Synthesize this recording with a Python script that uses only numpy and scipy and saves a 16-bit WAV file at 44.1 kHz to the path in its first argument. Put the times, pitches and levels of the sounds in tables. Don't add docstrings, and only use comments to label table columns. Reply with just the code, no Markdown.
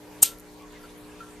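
import sys
import numpy as np
from scipy import signal
from scipy.io import wavfile

SR = 44100
rng = np.random.default_rng(int(sys.argv[2]) if len(sys.argv) > 2 else 0)


def decibels_to_gain(level_db):
    exponent = np.asarray(level_db, float) / 20
    return 10 ** exponent


def transcribe(u):
    v = np.clip(np.atleast_2d(u).T, -1, 1)
    q = np.round(v * 32767).astype(np.int16)
    wavfile.write(sys.argv[1], SR, q)


N = 61740
LIGHTER_PAN_DB, LIGHTER_SIDE_DB = 0.7, -13


def rms_one(x):
    return x / np.sqrt(np.mean(x ** 2) + 1e-20)


def at_hz(points, hz):
    table = np.array(points)
    return np.interp(np.log(hz), np.log(table[:, 0]), table[:, 1])


def band(x, low_hz, high_hz):
    sos = signal.butter(2, [low_hz, min(high_hz, .45 * SR)], "band", fs=SR, output="sos")
    return signal.sosfilt(sos, x)


def bands(low_hz):
    edges = low_hz * 2 ** np.arange(0, np.log2(15000 / low_hz), 1 / 3)
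    return zip(edges, edges * 2 ** (1 / 3))


def drift(rate):
    r = np.exp(-2 * np.pi * rate / SR)
    wander = signal.lfilter([1], [1, -2 * r, r * r], rng.standard_normal(2 * N))
    return rms_one(wander[N:])


def shape(start, rise, hold, fall):
    t = np.arange(N) / SR - start
    return np.clip(t / rise, 0, 1) * np.exp(-np.clip(t - rise - hold, 0, None) / fall)


def ring(x, modes, t60):
    out, r = 0, decibels_to_gain(-60 / (t60 * SR))
    for k, (hz, db) in enumerate(modes):
        w = 2 * np.pi * hz / SR
        mode = signal.lfilter([0, np.sin(w)], [1, -2 * r * np.cos(w), r * r], x + 1e-18)
        out = out + (-1) ** k * decibels_to_gain(db) * mode
    return out


def left_right(mid, side):
    return mid + side * [[1], [-1]]


def strike():
    # start in seconds, level in dB, hood ring and body knock in dB against the wheel ring.
    teeth = [(0.22, -36.5, -4.5, -6.5), (0.2228, -26, -1.5, -10), (0.2257, -24.5, -9, -7),
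             (0.2268, -16.5, -4, -8.5), (0.2268, -19, -2, -4.5), (.2284, -17, -2, -3.5),
             (0.2299, -12.5, 0, 2), (0.2304, -14.5, 0.5, -3.5), (0.2311, -19.5, 2, 5.5),
             (0.2328, -29, 3, 1.5), (0.2337, -18.5, 8.5, 6), (.2350, -23, -7.5, 5), (.2360, -20, 1.5, 4),
             (0.2371, -32.5, -0.5, -3.5)]
    # frequency in Hz, level in dB.
    wheel_modes = [(8230, 4), (8570, 3.5), (7357, 1.5), (6400, -9), (9840, -11.5)]
    # frequency in Hz, level in dB.
    hood_modes = [(10600, 1), (11300, 4), (12000, 4.5), (12900, 6), (13500, -1)]
    # frequency in Hz, level in dB.
    body_modes = [(820, -22), (1250, -20), (2100, -25), (2920, -15.5), (4400, -24.5)]
    run_up_s, run_up_end_s, run_up_db, run_up_db_per_s = .2180, .226, -21.5, 3496
    t = np.arange(N) / SR
    grit = rng.standard_normal((2, N)) * decibels_to_gain([[-10], [-11.5 + LIGHTER_SIDE_DB]])

    run_up = decibels_to_gain(run_up_db + np.clip(run_up_db_per_s * (t - run_up_end_s), -80, 0))
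    run_up = run_up * (t > run_up_s) * (t < run_up_end_s)
    wheel, hood, body = run_up, run_up, run_up
    for start, db, hood_db, body_db in teeth:
        burst = decibels_to_gain(db) * shape(start, 0.00048, 0, 0.00051)
        wheel = wheel + burst
        hood = hood + decibels_to_gain(hood_db) * burst
        body = body + decibels_to_gain(body_db) * burst

    wheel_ring = ring(wheel * grit, wheel_modes, .005)
    hood_ring = ring(hood * grit, hood_modes, .003) * decibels_to_gain([[0], [5.5]])
    body_ring = ring(body * grit, body_modes, .004)
    rasp = decibels_to_gain(11) * band(body * grit, 4200, 15000)
    return wheel_ring + hood_ring + body_ring + rasp


def thumb_knock():
    knock = (np.arange(N) == int(.2294 * SR)) * 1.0
    thud = ring(knock, [(802, -15.5)], 0.0065)
    pane = ring(knock, [(1356, -46)], .65) * decibels_to_gain(3 * drift(25))
    return thud + pane


def squeal():
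    # start in seconds, swell in seconds, hold in seconds, pitch in Hz, peak in dB.
    bites = [
        (.2263, .0012, .0003, 8400, -3.5),
        (.2287, .0009, .0007, 8350, -1.5),
    ]
    fall_s = .00035
    t = np.arange(N) / SR
    out = 0
    for start, swell, hold, hz, db in bites:
        swelling = shape(start, swell, hold, 2 * fall_s) ** 2
        out = out + decibels_to_gain(db) * swelling * np.sin(2 * np.pi * hz * t)
    return out


def puff():
    # frequency in Hz, level in dB per Hz.
    colour = [(1800, -18), (3000, -3), (5000, -5), (8000, -1), (10000, -12), (13000, -6)]
    level_db, patchy_db = -23, 1.5
    white = rng.standard_normal((2, 2, N))
    hiss = 0
    for k, (low, high) in enumerate(bands(1500)):
        level = decibels_to_gain(at_hz(colour, np.sqrt(low * high)) + patchy_db * drift(19.9))
        hiss = hiss + level * band(white[k % 2], low, high)
    return decibels_to_gain([[level_db], [level_db + LIGHTER_SIDE_DB]]) * rms_one(hiss) * shape(.232, 0.00064, 0, 0.027)


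def ticks():
    # start in seconds, peak in dB.
    clicks = [
        (.3862, -39),
        (.3980, -34),
        (.4037, -36),
        (.623, -43),
        (.7248, -47),
    ]
    edge = sum(decibels_to_gain(db + 4.5) * shape(start, .0001, 0, 0.00025) for start, db in clicks)
    return band(edge * rng.choice([-1, 1], N), 5600, 17000)


def squeaks():
    # start in seconds, length in seconds, pitch in Hz, level in dB.
    tones = [(.609, .011, 1125, -52), (.629, .03, 1100, -55), (.797, .016, 1365, -57),
             (.835, .02, 1360, -47), (.838, .02, 1525, -55), (1.091, .011, 1660, -56),
             (1.124, .022, 1650, -60), (1.204, .027, 1357, -42.5), (1.234, .065, 1352, -58),
             (.745, .02, 2110, -56), (.760, .022, 1950, -57)]
    edge_s = .003
    t = np.arange(N) / SR
    rough = 1 + .18 * drift(72)
    out = 0
    for start, length, hz, db in tones:
        swell = shape(start, edge_s, length - edge_s, edge_s)
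        out = out + decibels_to_gain(db) * swell * np.sin(2 * np.pi * hz * t)
    return np.sqrt(2) * rough * out


def grainy_swells(rows, octaves, fall):
    grain = rng.standard_normal(N) * decibels_to_gain(1.5 * drift(60))
    out = 0
    for start, length, hz, db in rows:
        rub = rms_one(band(grain, hz / 2 ** octaves, hz * 2 ** octaves))
        out = out + decibels_to_gain(db) * shape(start, .004, length, fall) * rub
    return out


def rustles():
    # start in seconds, length in seconds, centre in Hz, level in dB.
    brushes = [
        (.115, .04, 12500, -65),
        (.112, .06, 2300, -61),
        (.178, .04, 3300, -63),
        (.972, .012, 11500, -59),
        (.70, .2, 3200, -62),
        (1.08, .13, 2600, -63),
        (1.32, .07, 2200, -63),
        (1.232, .015, 10000, -66),
        (.59, .07, 2400, -65),
        (.99, .03, 11500, -68),
    ]
    return grainy_swells(brushes, .22, .02)


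def creaks():
    # start in seconds, length in seconds, centre in Hz, level in dB.
    strains = [(.597, .012, 2280, -60), (.62, .015, 3400, -62), (.715, .02, 3850, -60),
               (.719, .012, 6900, -62), (.825, .01, 4600, -57), (.84, .025, 4550, -66),
               (.875, .015, 2300, -61), (.885, .02, 3750, -62), (1.117, .014, 2680, -56),
               (1.14, .06, 2550, -62), (1.207, .012, 2480, -60), (.99, .035, 3950, -63),
               (.476, .015, 4300, -63), (.85, .03, 2100, -62), (.522, .015, 1600, -61)]
    return decibels_to_gain(-2.5) * grainy_swells(strains, .06, .004)


def buzz():
    # multiple of the mains frequency, level in dB rms.
    partials = [(1, -73.5), (2, -64.5), (3, -60), (4, -62.5), (5, -51.5), (6, -62.5), (7, -55.5), (8, -62),
                (9, -87), (10, -65.5), (12, -67.5), (14, -75.5), (16, -66)]
    mains_hz, waver_db, pan_db = 60, 1.14, 0.35
    smear = .12
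    t = np.arange(N) / SR - .002
    out = 0
    for multiple, db in partials:
        k = round(multiple)
        lag = np.pi / 2 * ((k + 1) % 2) + smear * k ** 2
        level = np.sqrt(2) * decibels_to_gain(db + waver_db * drift(6))
        out = out + level * np.cos(2 * np.pi * mains_hz * k * t - lag)
    return out * decibels_to_gain([[pan_db], [-pan_db]])


def bed(spectrum, patchy_db):
    # frequency in Hz, left-right likeness from 0 to 1.
    likeness = [(60, 0.82), (180, 0.13), (540, 0.73), (1640, 0.48), (4920, 0.35), (14800, 0.16)]
    out, white = 0, rng.standard_normal((2, 2, N))
    for k, (low, high) in enumerate(bands(spectrum[0][0])):
        hz = np.sqrt(low * high)
        if hz < spectrum[-1][0] * 1.1:
            mid, side = band(white[k % 2], low, high)
            alike = np.clip(at_hz(likeness, hz), 0, 1)
            level = decibels_to_gain(at_hz(spectrum, hz) + patchy_db * drift(7.1))
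            out = out + level * left_right(np.sqrt(1 + alike) * mid, np.sqrt(1 - alike) * side)
    return rms_one(out)


def air():
    # frequency in Hz, level in dB per Hz.
    colour = [(290, -30.5), (500, -2.5), (652, -11.5), (923, -3.5), (1240, -14), (1610, -10.5), (2420, -15),
              (14000, -22.5)]
    return decibels_to_gain(-52) * bed(colour, patchy_db=2.2)


def rumble():
    # frequency in Hz, level in dB per Hz.
    colour = [(25, 3.5), (45, 1), (80, -6), (150, -5.5), (300, -9), (500, -11), (700, -23.5)]
    return decibels_to_gain(-55) * bed(colour, patchy_db=-0.5)


def room(x):
    # frequency in Hz, time to fall 60 dB in seconds.
    decay = [(400, .15), (1500, .15), (3000, 0.38), (6000, 0.12), (9000, 0.19), (13000, 0.2)]
    wall_s, side_db = 0.0017, -5
    t = np.arange(SR // 2) / SR
    white = rng.standard_normal((2, 2, SR // 2))
    tail = 0
    for k, (low, high) in enumerate(bands(300)):
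        dying = decibels_to_gain(-60 * t / at_hz(decay, np.sqrt(low * high)))
        tail = tail + band(white[k % 2], low, high) * dying
    tail = tail * (t > wall_s) / np.sqrt(np.sum(tail[0] ** 2))
    mid, side = signal.fftconvolve(x[None], tail, axes=1)[:, :N]
    return left_right(mid, decibels_to_gain(side_db) * side)


def scene():
    strike_mid, strike_side = strike()
    hiss_mid, hiss_side = puff()
    near = strike_mid + thumb_knock() + squeal() + ticks()
    far = squeaks() + rustles() + creaks()
    pan = decibels_to_gain([[LIGHTER_PAN_DB], [-LIGHTER_PAN_DB]])
    direct = left_right((near + far + hiss_mid) * pan, strike_side + hiss_side)
    reverb = room(decibels_to_gain(-16.5) * near + decibels_to_gain(-14) * far)
    return direct + reverb + buzz() + air() + rumble()


def band_limit(x):
    return signal.sosfilt(signal.butter(12, 15420, fs=SR, output="sos"), x)


def record(dry):
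    dip_db = -1.5 * shape(.3, 0.11, 0.11, 0.12)
    x = dry * decibels_to_gain(dip_db)
    top_cut = signal.cheby2(20, 45, 14520, fs=SR, output="sos")
    return band_limit(signal.sosfilt(top_cut, x))


dry = scene()
out = record(dry)
transcribe(out)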